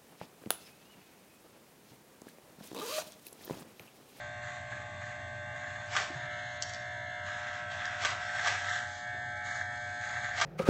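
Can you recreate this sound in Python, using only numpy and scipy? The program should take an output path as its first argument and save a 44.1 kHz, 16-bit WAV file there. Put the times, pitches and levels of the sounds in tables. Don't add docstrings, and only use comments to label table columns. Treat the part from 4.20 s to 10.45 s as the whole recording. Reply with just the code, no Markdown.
import sys
import numpy as np
from scipy import signal
from scipy.fft import rfft, irfft
from scipy.io import wavfile
from scipy.ndimage import uniform_filter1d

SR = 44100
rng = np.random.default_rng(int(sys.argv[2]) if len(sys.argv) > 2 else 0)


def voltage_ratio(level):
    return 10 ** (np.asarray(level, float) / 20)


def bounce(signal):
    frames = np.transpose(np.atleast_2d(signal))
    limited = np.clip(frames, -1, 1)
    pcm = np.round(limited * 32767).astype(np.int16)
    wavfile.write(sys.argv[1], SR, pcm)


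N = 275625
T = np.arange(N) / SR
SLOW = np.arange(N * 100 // SR + 2) / 100
MAINS_HZ = 59.98


def evened(x):
    return x / np.sqrt(np.mean(x ** 2) + 1e-20)


def add(mix, s, sound):
    part = mix[round(s * SR):][:len(sound)]
    part += sound[:len(part)]


def smoothed(x, bands, frames):
    return uniform_filter1d(uniform_filter1d(x, size=bands, axis=-2), size=frames, axis=-1)


def coloured(x, points):
    hz, db = np.transpose(points)
    f = np.fft.rfftfreq(len(x), 1 / SR)
    gain = voltage_ratio(np.interp(np.log(f + 1), np.log(hz), db))
    return evened(irfft(rfft(x) * gain, len(x)))


def body(x, peaks):
    out = np.zeros(len(x))
    for k, (hz, width, db) in enumerate(peaks):
        b, a = signal.iirpeak(hz, hz / width, SR)
        steep = signal.lfilter(b, a, signal.lfilter(b, a, x))
        out += (-1) ** k * voltage_ratio(db) * steep
    return evened(out)


def ring(modes, pitch):
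    t = T[:SR // 10]
    out = np.zeros(len(t))
    for (hz, db, t60), (a, b) in zip(modes, rng.random((len(modes), 2))):
        mode_hz = hz * pitch * (0.967 + 0.058 * b)
        out += voltage_ratio(db + 2.1 * a - 60 * t / t60) * np.sin(2 * np.pi * mode_hz * t)
    out = out * np.minimum(t / 0.0003, 1)
    return out / abs(out).max()


def wander(size, hz):
    pole = np.exp(-2 * np.pi * hz / 100)
    rough = signal.lfilter([1], [1, -pole], rng.standard_normal((size, len(SLOW))))
    return evened(uniform_filter1d(rough, size=4))


def held(t, start, end, rise, fade):
    return np.minimum(rise * (t - start), 0) - fade * np.maximum(t - end, 0)


def strokes(count, sharp, uneven_db):
    turns = T * MAINS_HZ * count
    chance = np.clip(rng.standard_normal(int(turns[-1]) + 1), -3, 2)
    size = voltage_ratio(uneven_db * chance)
    return size[turns.astype(int)] * np.exp(-sharp * (turns % 1))


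# (frequency [Hz], density [dB per Hz])
AIR_SPECTRUM = [(20, -40), (50, -17.5), (75, -16), (96, 3), (112, -6), (160, -14), (250, -18), (420, -28),
                (700, -24), (1000, -21), (1500, -34.5), (2500, -25), (5000, -42.5), (8500, -34.5)]


def air():
    swell_db = 0.8 * np.interp(T, SLOW, wander(size=1, hz=3)[0])
    return voltage_ratio(-51 + swell_db) * coloured(rng.standard_normal(N), AIR_SPECTRUM)


def room(x):
    level_db, t60_s, taps_per_s = -9, 0.62, 2000
    t = T[:SR // 2]
    taps = rng.choice([-1., 1.], len(t)) * (rng.random(len(t)) < taps_per_s / SR)
    taps = taps * voltage_ratio(-60 * t / t60_s) * (t > 0.004)
    taps = signal.lfilter([1], [1, -0.4], taps)
    return voltage_ratio(level_db) * signal.fftconvolve(x, taps / np.linalg.norm(taps))[:N]


# (time [s], level [dB], frequency [Hz])
THUMP_EVENTS = [
    (1.899, -39, 314),
    (1.948, -40, 130.6),
    (2.021, -41, 123.5),
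    (4.941, -51, 377),
]


def thumps():
    out = np.zeros(N)
    for s, db, hz in THUMP_EVENTS:
        size = round(5 * SR / hz)
        add(out, s, voltage_ratio(db) * np.sin(2 * np.pi * hz * T[:size]) * np.hanning(size))
    return out


# (time [s], peak level [dB], pitch factor [1])
TICK_EVENTS = [
    (2.4236, -17, 0.94),
    (2.4949, -33.5, 0.99),
    (2.5363, -29.5, 0.94),
    (2.5463, -30, 0.73),
    (3.655, -29, 0.83),
]
# (delay [s], level [dB])
REBOUNDS = [
    (0, 1),
    (.0018, -7),
    (.0045, -15),
    (.008, -9),
    (0.012, -10),
]
# (frequency [Hz], level [dB], decay time T60 [s])
LEVER_MODES = [(3370, -6.5, 0.028), (3880, -14.5, 0.0033), (5000, 8, 0.0048), (5100, -11, 0.0089),
               (5840, 13, 0.0043), (6570, 6, 0.0083), (6960, 5.5, 0.0044), (7390, -1, 0.009),
               (7800, -21, 0.0038)]


def ticks():
    out = np.zeros(N)
    for s, db, pitch in TICK_EVENTS:
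        for late, less_db in REBOUNDS:
            add(out, s + late, voltage_ratio(db + less_db) * ring(LEVER_MODES, pitch))
    return out


# (time of the knock [s], rasp level [dB], knock level [dB])
FLICK_EVENTS = [
    (1.765, -31, -17),
    (3.849, -31, -15.5),
    (4.272, -32, -16.5),
    (6.213, -30, -16),
]
# (delay [s], level [dB])
KNOCK_BLOWS = [
    (-.012, -6),
    (.0005, 0),
    (.005, -1.5),
    (0.011, -20),
]
# (frequency [Hz], density [dB per Hz])
RASP_SPECTRUM = [(120, -55), (200, -23.5), (438, -14.5), (505, -19), (712, 0.5), (901, -8.5), (2070, -1.5),
                 (2580, -8.5), (6820, -15.5), (8490, -22.5), (11000, -49.5), (18700, -120)]
# (frequency [Hz], level [dB], decay time T60 [s])
HOUSING_MODES = [(414, -33.5, 0.097), (781, -7.5, 0.12), (1226, 4.5, 0.081), (1556, 7, 0.04),
                 (2040, -8, 0.011), (3347, 10.5, 0.01), (4500, -11, 0.0068), (5790, 12.5, 0.0038),
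                 (6700, -18, 0.0032)]


def flicks():
    out = np.zeros(N)
    grain_db = 2.8 * np.minimum(rng.exponential(1, N), 4)
    grit = coloured(rng.standard_normal(N) * voltage_ratio(grain_db), RASP_SPECTRUM)
    for s, rasp_db, knock_db in FLICK_EVENTS:
        slide = voltage_ratio(-5.5 + held(T - s, start=-0.028, end=0.059, rise=349, fade=231))
        jolt = voltage_ratio(1 + held(T - s, start=0, end=0.009, rise=6000, fade=500))
        out += voltage_ratio(rasp_db) * np.hypot(slide, jolt) * grit
        for late, db in KNOCK_BLOWS:
            add(out, s + late, voltage_ratio(knock_db + db) * ring(HOUSING_MODES, 1))
    return out


# (time [s], peak level [dB])
TUFT_EVENTS = [(0.5317, -31), (0.8387, -29.5), (1.4724, -27.5), (3.12, -34), (3.6122, -42), (3.641, -27),
               (3.654, -23.5), (3.7163, -30), (4.093, -23.5), (4.163, -29), (4.1863, -33), (4.4692, -39),
               (4.5128, -20), (5.286, -25), (5.3109, -25.5), (5.3852, -30), (5.396, -32), (5.412, -22),
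               (5.419, -35.5), (5.9946, -31), (6.1117, -29)]
# (frequency [Hz], level [dB], decay time T60 [s])
PLATE_MODES = [(1300, -11, 0.013), (1620, -1, 0.03), (1736, 4.5, 0.033), (1874, -2.5, 0.02),
               (3320, -15.5, 0.0083), (6600, -25.5, .006)]


def tufts():
    out = np.zeros(N)
    bite = np.minimum(T[:SR // 10] / 0.002, 1)
    for s, db in TUFT_EVENTS:
        add(out, s, voltage_ratio(db + 3.0) * ring(PLATE_MODES, 1) * bite)
    return out


# (start [s], length [s], crunch level [dB], chatter over crunch [dB])
HAIR_PASSES = [(-.03, .1, -53.5, -17), (0.194, 0.16, -45.5, -15.5), (0.472, 0.1, -48, -16.5),
               (0.78, 0.13, -47.5, -16), (1.327, 0.36, -48, -15), (1.908, 0.13, -48, -15),
               (2.078, 0.42, -57, -4), (2.43, 0.13, -69, 2), (3.03, 0.35, -45, -10),
               (3.473, 0.11, -46.5, -5.5), (3.574, 0.18, -42.5, -10), (3.978, 0.29, -44, -6.5),
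               (4.116, 0.36, -41, -6.5), (4.457, 0.12, -40.5, -4), (4.65, 0.13, -58.5, 4),
               (5.505, 0.39, -66.5, 5), (5.228, 0.17, -45.5, -8), (5.79, 0.2, -41.5, -13.5),
               (5.998, 0.095, -41, -15)]


def cutting(idle_db, bright):
    bite_s, leave_db_per_s = 0.036, 149.5
    power = voltage_ratio(2 * idle_db)
    for s, length, db, over_db in HAIR_PASSES:
        shape_db = held(T, s + bite_s, s + length, 20 / bite_s, leave_db_per_s)
        power = power + voltage_ratio(2 * (db + bright * over_db + shape_db))
    return np.sqrt(power)


# (frequency [Hz], width [Hz], level [dB])
CRUNCH_PEAKS = [(1258, 306, -11.5), (1600, 212, -2.5), (1897, 654, -8.5), (769, 227, -12), (3350, 520, -20),
                (6770, 540, -26)]


def crunch():
    snaps = rng.standard_normal(N) * (rng.random(N) < 9000 / SR)
    bunches = 0.2 + strokes(count=2, sharp=1.5, uneven_db=4.5)
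    return cutting(idle_db=-62.5, bright=0) * body(snaps * bunches, CRUNCH_PEAKS)


# (frequency [Hz], width [Hz], level [dB])
CHATTER_PEAKS = [(2810, 460, -7), (3600, 980, 0), (4220, 780, -1.5), (5780, 3500, -7), (6950, 1500, 0),
                 (7960, 2700, -9)]


def chatter():
    puffs = 0.34 + strokes(count=4, sharp=2.1, uneven_db=1.5)
    drive = rng.standard_normal(N) * puffs
    return cutting(idle_db=-70, bright=0.88) * body(drive, CHATTER_PEAKS)


# (time [s], place, 0 cheek, 1 jaw, 2 under the jaw, 3 chin [1])
PLACE_PATH = [
    (0, 0),
    (1.65, -0.5),
    (2.1, 0.9),
    (2.55, 0.5),
    (3.0, 1),
    (3.12, 1.5),
    (4.55, 2.5),
    (4.85, 3),
    (6.25, 3),
]


def place_at(t):
    return np.interp(t, *np.transpose(PLACE_PATH))


# (frequency [Hz], width [Hz], level [dB])
TOOTH_PEAKS = [(2566, 470, 0.5), (3395, 670, -1.5), (3760, 570, -3), (4100, 830, -1.5), (5250, 880, -9.5),
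               (6290, 690, -4), (7550, 1600, -8.5)]


def teeth():
    place = place_at(T)
    at = T * MAINS_HZ % 1 * (SR / MAINS_HZ)
    drive = np.zeros(N)
    for k, contacts in enumerate(rng.standard_normal((4, SR // 50))):
        share = np.sqrt(np.clip(1 - abs(place - k), 0, 1))
        drive += share * np.interp(at, range(len(contacts)), contacts)
    drive = drive * (0.1 + strokes(count=4, sharp=1.4, uneven_db=2.0))
    return voltage_ratio(-39.0) * cutting(idle_db=-70, bright=1) ** 0.32 * body(drive, TOOTH_PEAKS)


# (frequency [Hz], cheek [dB], jaw [dB], under the jaw [dB], chin [dB])
FACING_GAINS = [(2630, 0.18, 0, 8, -9), (2900, -1.1, 12, -4.5, -0.5), (3200, -0.52, 0.5, 8, -3.5),
                (3900, 0.35, 5.5, -5, 0.5), (4600, -1.3, 0, -2.5, 2), (5540, -2.4, -2.5, 2.5, -0.5),
                (6600, 2, 2, -11.5, 3.5), (7460, -1.2, -8.5, -4.5, -0.5)]


def facing(x):
    hz, t, z = signal.stft(x, SR, nperseg=512)
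    place, rows = place_at(t), np.array(FACING_GAINS)
    by_time = np.array([np.interp(place, range(len(row)), row) for row in rows[:, 1:]])
    db = np.transpose([np.interp(hz, rows[:, 0], column) for column in by_time.T])
    patches = evened(smoothed(rng.standard_normal(z.shape), bands=3, frames=24))
    return signal.istft(z * voltage_ratio(db + 1.3 * patches), SR, nperseg=512)[1][:N]


MAINS_ORDERS = [2, 8, 10, 11, 12, 14, 16, 18, 19, 20, 22, 24, 25, 26, 27, 28, 29, 30, 31, 32, 33, 34, 35,
                36, 37, 38, 46, 55, 59, 61]
# (cheek [dB], jaw [dB], under the jaw [dB], chin [dB])
ORDER_LEVELS = [(-56, -61.5, -64, -59.5), (-83, -82, -77, -100.5), (-51, -53, -53.5, -56.5),
                (-57.5, -57.5, -58.5, -59.5), (-53, -50, -49.5, -47.5), (-60.5, -70.5, -63, -54),
                (-72, -60.5, -58, -70.5), (-60, -66.5, -61, -78.5), (-63.5, -75, -75, -70),
                (-62, -69.5, -68.5, -67.5), (-74, -57, -47.5, -56.5), (-70, -61, -51, -65.5),
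                (-72, -60, -55, -62), (-52.5, -53.5, -42, -47), (-64, -57, -58, -60.5),
                (-57.5, -51, -49, -49), (-65, -51, -58.5, -57), (-60.5, -54.5, -60, -47.5),
                (-60.5, -62.5, -65.5, -70), (-62.5, -58, -50.5, -57.5), (-72, -69, -70, -78),
                (-62, -58.5, -54.5, -57.5), (-60.5, -58, -71, -62.5), (-74.5, -59.5, -58.5, -62),
                (-89.5, -85, -86, -57.5), (-68.5, -68, -62, -61), (-66.5, -71, -69, -79),
                (-72.5, -61, -64.5, -64.5), (-65, -61.5, -70.5, -67), (-71.5, -77.5, -63.5, -68)]
# (time [s], level [dB])
BUZZ_PATH = [(0, -45.5), (.75, -48.5), (1.3, -44), (1.7, -48.5), (1.9, -47.5), (2.12, -41), (2.48, -45.5),
             (2.65, -42.5), (3.3, -42), (3.5, -42), (3.95, -42.5), (4.18, -38.5), (4.38, -43),
             (4.52, -36.5), (4.77, -47), (4.88, -40), (5.6, -41), (6.25, -39.5)]


def motor():
    place, order = place_at(SLOW), np.array(MAINS_ORDERS)
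    levels = np.array([np.interp(place, range(len(row)), row) for row in ORDER_LEVELS])
    gains = voltage_ratio(levels + 2.4 * wander(len(order), 5.4))
    buzz_db = np.interp(SLOW, *np.transpose(BUZZ_PATH))
    hum_db = -46.5 + 0.38 * (buzz_db - buzz_db.mean())
    hum, buzz = (order > 9) & (order < 16), (order > 21) & (order < 40)
    for group, db in (hum, hum_db), (buzz, buzz_db):
        gains[group] *= voltage_ratio(db) / np.sqrt((gains[group] ** 2).sum(0))
    turn = MAINS_HZ * T + 0.0031 * np.interp(T, SLOW, wander(1, 5.1)[0])
    sway = rng.random((len(order), 1)) + 0.036 * wander(len(order), 5.9)
    out = np.zeros(N)
    for k, gain, phase in zip(order, gains, sway):
        cycles = k * turn + np.interp(T, SLOW, phase)
        out += np.sqrt(2) * np.interp(T, SLOW, gain) * np.cos(2 * np.pi * cycles)
    return out


def scene():
    high_pass = signal.butter(2, 330, "high", fs=SR, output="sos")
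    handling = signal.sosfilt(high_pass, flicks())
    sharp = crunch() + tufts() + handling + ticks() + thumps()
    blades = facing(teeth() + chatter())
    return (motor() + blades + sharp + room(sharp) + air())[None]


# (frequency [Hz], depth under the neighbours [dB])
MASKING_MARGIN = [(500, 18), (900, 12), (1800, 13), (2550, 6), (3300, 4.5), (4500, 3.2), (7600, 2.5),
                  (8300, -3)]


def thinned(x):
    window = np.sin(np.pi * (np.arange(2048) + 0.5) / 2048)
    hz, _, z = signal.stft(x, SR, window, 2048, 1024)
    size = abs(z)
    margin_db = np.interp(hz, *np.transpose(MASKING_MARGIN))
    masked = smoothed(size, bands=71, frames=3) * voltage_ratio(-margin_db)[:, None]
    whim = smoothed(rng.standard_normal(size.shape), bands=5, frames=3)
    masked = masked * voltage_ratio(1.8 * evened(whim))
    band = np.sqrt(abs(smoothed(size ** 2, bands=5, frames=3)))
    keep = (band > masked) & (size > voltage_ratio(-5) * masked)
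    return signal.istft(z * np.where(keep, 1, 0.05), SR, window, 2048, 1024)[1][:, :N]


def roll_off(x):
    return signal.sosfilt(signal.butter(12, 8640, fs=SR, output="sos"), x)


def record(dry):
    edge = signal.firwin(201, 8300, window=("kaiser", 9), fs=SR)
    mix = thinned(signal.oaconvolve(dry, edge[None], "same"))
    return roll_off(mix)


dry = scene()
out = record(dry)
bounce(out)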